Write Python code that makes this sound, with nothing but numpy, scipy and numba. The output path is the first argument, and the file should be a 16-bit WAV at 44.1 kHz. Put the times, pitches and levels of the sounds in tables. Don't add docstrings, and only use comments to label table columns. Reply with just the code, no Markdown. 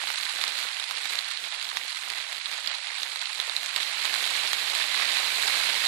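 import sys
import numpy as np
from scipy import signal
from scipy.fft import rfft, irfft
from scipy.io import wavfile
from scipy.ndimage import uniform_filter1d
from numba import njit

SR = 44100
rng = np.random.default_rng(int(sys.argv[2]) if len(sys.argv) > 2 else 0)


def store_wav(level_fs):
    pcm = np.round(np.clip(np.atleast_2d(level_fs), -1, 1) * 32767)
    wavfile.write(sys.argv[1], SR, pcm.T.astype(np.int16))


def attenuation_scalar(level_db):
    decades = np.asarray(level_db, float) / 20
    return 10 ** decades


N = 258867

# time_s, level_db
SHOWER = [(0.0, -33.5), (0.47, -34), (0.72, -35.5), (2.43, -36.5), (2.6, -36.5), (2.99, -36.5),
          (3.64, -34.5), (4.27, -29.5), (4.54, -30.5), (5.57, -28), (5.87, -28.5)]
# start_s, peak_db, note_hz, splash_db
FAT_DROPS = [(0.233, -20, 4100, -27), (0.295, -14, 4330, -31), (0.414, -10, 3720, -37),
             (0.439, -13, 2760, -23.5), (0.7985, -16.5, 3620, -29.5), (0.91, -14, 2300, -29),
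             (1.055, -14, 3860, -30), (1.095, -13, 3940, -30), (1.189, -6.5, 4180, -30),
             (1.373, -12.5, 3550, -42), (1.4395, -20, 3230, -43), (1.5232, -17, 3440, -45),
             (1.6134, -17, 3290, -34), (1.7703, -10, 3920, -28.5), (2.1012, -18, 4050, -26),
             (2.4582, -12, 3750, -32), (2.674, -9, 4500, -30), (2.783, -16, 3470, -35),
             (3.0316, -12, 3700, -26.5), (3.159, -13.5, 4000, -35), (3.4, -8.5, 3570, -27.5),
             (3.4962, -10.5, 3900, -35), (3.5647, -11, 4260, -25), (3.6603, -24, 3000, -28),
             (3.7616, -7.5, 4400, -21.5), (4.053, -16, 3000, -24.5), (4.14, -7, 4010, -25),
             (4.5314, -9, 3400, -21), (5.1666, -16, 3900, -37), (5.549, -11, 3730, -35)]
# start_s, peak_db
SLACK_THUDS = [(0.0375, -17.5), (0.1018, -18.5), (0.414, -20), (0.439, -14.5), (0.9, -19), (0.91, -19),
               (1.7153, -18.5), (1.7702, -16), (2.188, -22.5), (3.159, -24.5), (3.2244, -21), (3.4963, -19),
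               (3.804, -22), (4.14, -22), (4.317, -19), (4.5316, -21)]
# centre_s, rain_level_change_db
FLURRIES = [(0.11, -0.5), (0.24, -0.5), (0.499, 0), (0.6, 3.5), (0.95, 0.5), (1.12, 3.5), (1.279, 0.5),
            (1.63, -1), (2.2, 0), (2.36, -2), (2.5, 1), (2.731, 1), (3.0, 0), (3.24, -1.5), (3.6, -1),
            (3.8, 1), (4.25, -1.5), (4.751, 0.5), (5.45, -0.5)]
# freq_hz, gain_db
LEFT_PORT = [(60, -30.5), (200, -28.5), (450, -22.5), (900, -20.5), (1500, -23), (3000, -25), (4900, -19.5),
             (5400, -24), (7000, -14), (8800, -14), (10300, -23.5), (11800, -64), (14500, -118),
             (15700, -110)]
# freq_hz, gain_db
RIGHT_PORT = [(60, -30.5), (200, -22), (450, -14.5), (750, -7), (1300, -4), (2200, 2), (3100, 0),
              (4100, 3.5), (5700, -11.5), (8000, -15.5), (9000, -22), (10600, -14.5), (12000, -21),
              (15000, -22)]
# start_s, end_s, bass_edge_hz
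LEFT_THIN = [(0.0, 0.055, 385), (0.173, 0.195, 60), (0.287, 0.4, 307), (0.56, 0.613, 180),
             (0.65, 1.106, 293), (1.25, 1.72, 365), (1.79, 2.05, 408), (2.1, 2.354, 300), (2.4, 2.47, 420),
             (2.567, 2.656, 620), (2.72, 2.98, 454), (3.076, 3.587, 252), (3.65, 3.72, 178),
             (3.84, 3.99, 60), (4.096, 4.62, 140), (4.733, 4.95, 141), (5.003, 5.04, 180),
             (5.087, 5.152, 220), (5.303, 5.34, 383), (5.65, 5.733, 60), (5.77, 5.81, 140)]
# start_s, end_s, bass_edge_hz
RIGHT_THIN = [(0.0, 0.062, 400), (0.144, 0.194, 560), (0.26, 0.33, 510), (0.678, 0.887, 418),
              (0.936, 1.03, 330), (1.07, 1.1, 570), (1.23, 1.4, 450), (1.495, 1.637, 552),
              (1.71, 1.727, 660), (1.86, 2.027, 560), (2.21, 2.33, 390), (2.4, 2.465, 527),
              (2.563, 2.636, 440), (2.677, 2.684, 460), (2.707, 3.004, 450), (3.096, 3.376, 410),
              (3.417, 3.54, 415), (3.65, 3.73, 452), (3.907, 3.96, 516)]
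# left_hz, right_hz
THIN_TOP_HZ = (11300, 12000)
# always_db, thin_spell_db
FLOOR_DB = ((-22.0, -7.5), (-16.5, -11.5))

STRIKE = 1.8
PORT_LAG_S = 0.00022
TENT_T60_S, TENT_DB = 0.06, -16.0
DROPS_PER_S, TAP_S = 900, 0.0007
SIZE_SPREAD_DB, LARGEST_DB, SIDE_SPREAD_DB = 1.5, 11.0, 1
PATTER_BUNCH_DB, PATTER_BUNCH_HZ = 1.4, 30
FAT_TAP_S = 0.0013
NEAR_PER_S, NEAR_LOW_HZ, NEAR_HIGH_HZ = 44, 1800, 4500
NEAR_DB, NEAR_SPREAD_DB, NEAR_TOP_DB = -27, 2.5, -23.5
NEAR_PER_DB = 0.6
SPLASH_DB, THUD_DB, COLOUR_SPREAD_DB = -16.5, -18, 11
FLURRY_S, FLURRY_DROPS, FLURRY_NEAR_DB = 0.035, 6, 2
MEAN_SHOWER_DB, FAR_DB, FAR_PER_DB = -36, 0.92, 0.1541
HISS_FLICKER_DB = 0.3
TREBLE_DB, TREBLE_FLICKER_DB = 2, 0.77


@njit
def ring_fabric(start, lag, hz, width_hz, tap_s, left, right, noise, tail, tail_fade, strike):
    out = np.zeros((2, len(noise)))
    wave = np.zeros(int(-4 / np.log(tail_fade)))
    for d in range(len(start)):
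        pole = np.exp((2j * np.pi * hz[d] - np.pi * width_hz[d]) / SR)
        drive = np.sqrt(1 - abs(pole) ** 2)
        fade = np.exp(-1 / (tap_s[d] * SR))
        z = strike + 0j
        burst, rustle = 1., tail
        for i in range(len(wave)):
            z = z * pole + drive * (burst + rustle) * noise[(7919 * d + i) % len(noise)]
            burst *= fade
            rustle *= tail_fade
            wave[i] = z.real
        peak = np.abs(wave).max()
        a, b = start[d] + lag[d], start[d]
        for i in range(min(len(wave), len(noise) - max(a, b))):
            out[0, a + i] += left[d] * wave[i] / peak
            out[1, b + i] += right[d] * wave[i] / peak
    return out


def fall(s, hz, width_hz, tap_s, left_db, right_db, place):
    start = np.clip((s * SR).astype(np.int64), 64, N - 64)
    lag = (place * PORT_LAG_S * SR).astype(np.int64)
    each = np.ones(len(s))
    tail_fade = np.exp(-np.log(1000) / (TENT_T60_S * SR))
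    return ring_fabric(start, lag, hz * each, width_hz * each, tap_s * each, attenuation_scalar(left_db) * each,
                       attenuation_scalar(right_db) * each, rng.standard_normal(N), float(attenuation_scalar(TENT_DB)), tail_fade, STRIKE)


def patter():
    u = rng.random((int(DROPS_PER_S * N / SR), 6)).T
    size_db = np.minimum(-SIZE_SPREAD_DB * np.log(1 - u[1]), LARGEST_DB)
    side = 2 * u[2] - 1
    hz = 200 + 13000 * u[3] ** 1.343
    width_hz = 900 + 3000 * u[4]
    tap_s = TAP_S * (0.76 + 2.5 * u[5])
    side_db = SIDE_SPREAD_DB * side
    drops = fall(u[0] * N / SR, hz, width_hz, tap_s, size_db + side_db, size_db - side_db, 1.3 * side)
    return drops / np.sqrt(np.mean(drops ** 2))


def draw_near_drops():
    bunched_s = np.repeat(np.transpose(FLURRIES)[0], FLURRY_DROPS)
    bunched = len(bunched_s)
    u = rng.random((bunched + int(NEAR_PER_S * N / SR), 5)).T
    s = u[0] * N / SR
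    s[:bunched] = bunched_s + FLURRY_S * (2 * u[0, :bunched] - 1)
    db = np.minimum(NEAR_DB - NEAR_SPREAD_DB * np.log(1 - u[1]), NEAR_TOP_DB)
    db[:bunched] += FLURRY_NEAR_DB
    db += NEAR_PER_DB * (np.interp(s, *np.transpose(SHOWER)) - MEAN_SHOWER_DB)
    hz = NEAR_LOW_HZ + (NEAR_HIGH_HZ - NEAR_LOW_HZ) * np.sqrt(u[2])
    splash_db = db + SPLASH_DB + COLOUR_SPREAD_DB * (2 * u[3] - 1)
    thud_db = db + THUD_DB + COLOUR_SPREAD_DB * (2 * u[4] - 1)
    fat = np.transpose(FAT_DROPS)
    fat = np.vstack([fat, fat[1] + THUD_DB - 6.5])
    return np.hstack([fat, [s, db, hz, splash_db, thud_db]])


def near_drops():
    s, db, hz, splash_db, thud_db = draw_near_drops()
    place = rng.uniform(-1.2, 1, len(s))
    note_db = db - port_db(RIGHT_PORT, hz) + 0.36
    note = fall(s, hz, 1150, FAT_TAP_S, note_db - 7.0, note_db - 1.0, place)
    smack = fall(s, 3800, 7400, 0.11 * FAT_TAP_S, db - 7.0, db - 6.0, place)
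    splash = fall(s, 9000, 6400, 0.54 * FAT_TAP_S, splash_db + 18.5, splash_db + 20.5, place)
    slack_s, slack_db = np.transpose(SLACK_THUDS)
    s = np.append(s, slack_s)
    thud_db = np.append(thud_db, slack_db - 3.0)
    place = np.append(place, np.full(len(slack_s), -0.4))
    thud = fall(s, 1020, 570, 0.78 * FAT_TAP_S, thud_db + 9.0, thud_db + 6.0, place)
    return note + smack + splash + thud


def walk(rate_hz):
    k = int(SR / rate_hz)
    held = np.repeat(rng.standard_normal(N // k + 1), k)
    return 1.3 * uniform_filter1d(uniform_filter1d(held, k), k)[:N]


def far_rain():
    both, left, right = rng.standard_normal((3, N))
    own = np.array([left, right])
    alike = 0.66
    low = signal.butter(2, 1300, "low", fs=SR, output="sos")
    bass = signal.sosfiltfilt(low, alike * both + (np.sqrt(1 - alike ** 2) - 1) * own)
    return (own + bass) * attenuation_scalar(HISS_FLICKER_DB * walk(10))


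def scene():
    t = np.arange(N) / SR
    db = np.interp(t, *np.transpose(SHOWER))
    far_db = FAR_DB + FAR_PER_DB * (db - MEAN_SHOWER_DB)
    swell_db = sum(lift_db * np.exp(-((t - s) / (1.4 * FLURRY_S)) ** 2) for s, lift_db in FLURRIES)
    bunched = patter() * attenuation_scalar(PATTER_BUNCH_DB * walk(PATTER_BUNCH_HZ))
    rain = (bunched + far_rain() * attenuation_scalar(far_db)) * attenuation_scalar(db + swell_db + 4)
    treble = signal.sosfilt(signal.butter(2, 6000, "high", fs=SR, output="sos"), rain)
    treble_gain = attenuation_scalar(TREBLE_DB + TREBLE_FLICKER_DB * walk(6.7))
    return rain + (treble_gain - 1) * treble + near_drops()


def port_db(response, hz):
    port_hz, gain_db = np.transpose(response)
    return np.interp(np.log(np.maximum(hz, 1)), np.log(port_hz), gain_db)


def port(x, response, turn_rad):
    cep = irfft(np.log(attenuation_scalar(port_db(response, np.linspace(0, SR / 2, 1025)))))
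    cep[1:1024] *= 2
    cep[1025:] = 0
    coloured = signal.fftconvolve(x, irfft(np.exp(rfft(cep))))[:N]
    return irfft(rfft(coloured) * np.exp(1j * turn_rad), N)


def thin_out(x, spells, top_hz, floor_db):
    offset = 316
    hz, s, z = signal.stft(np.pad(x, (offset, 0)), SR, "cosine", nperseg=2048, noverlap=1024)
    hz = hz[:, None]
    s = s - offset / SR
    power = abs(z) ** 2
    share = power / uniform_filter1d(power.mean(axis=0), size=3)
    bands = uniform_filter1d(share, size=12, axis=0)
    lines = uniform_filter1d(share, size=3, axis=0)
    always, in_spell = attenuation_scalar(floor_db) ** 2
    z[(lines < always) & (hz > 700)] = 0
    ragged = 2 ** (0.2 + 0.35 * rng.standard_normal(len(s)))
    for start_s, end_s, bass_hz in spells:
        now = (s > start_s) & (s < end_s)
        z[:, now] *= (hz > bass_hz * ragged[now]) & (hz < top_hz) & (bands[:, now] > in_spell)
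    return signal.istft(z, SR, "cosine", nperseg=2048, noverlap=1024)[1][offset:N + offset]


def low_pass(x):
    return signal.sosfilt(signal.butter(12, 15730, fs=SR, output="sos"), x)


def record(dry):
    x = np.array([port(dry[0], LEFT_PORT, 3.0), port(dry[1], RIGHT_PORT, 0)])
    x = np.tanh(1.85 * x) / 1.251
    x = signal.sosfilt(signal.butter(1, 20, "high", fs=SR, output="sos"), x)
    x = signal.sosfilt(signal.butter(7, 15100, fs=SR, output="sos"), x)
    settings = zip(x, (LEFT_THIN, RIGHT_THIN), THIN_TOP_HZ, FLOOR_DB)
    mix = np.array([thin_out(*each) for each in settings])
    return low_pass(mix)


dry = scene()
out = record(dry)
store_wav(out)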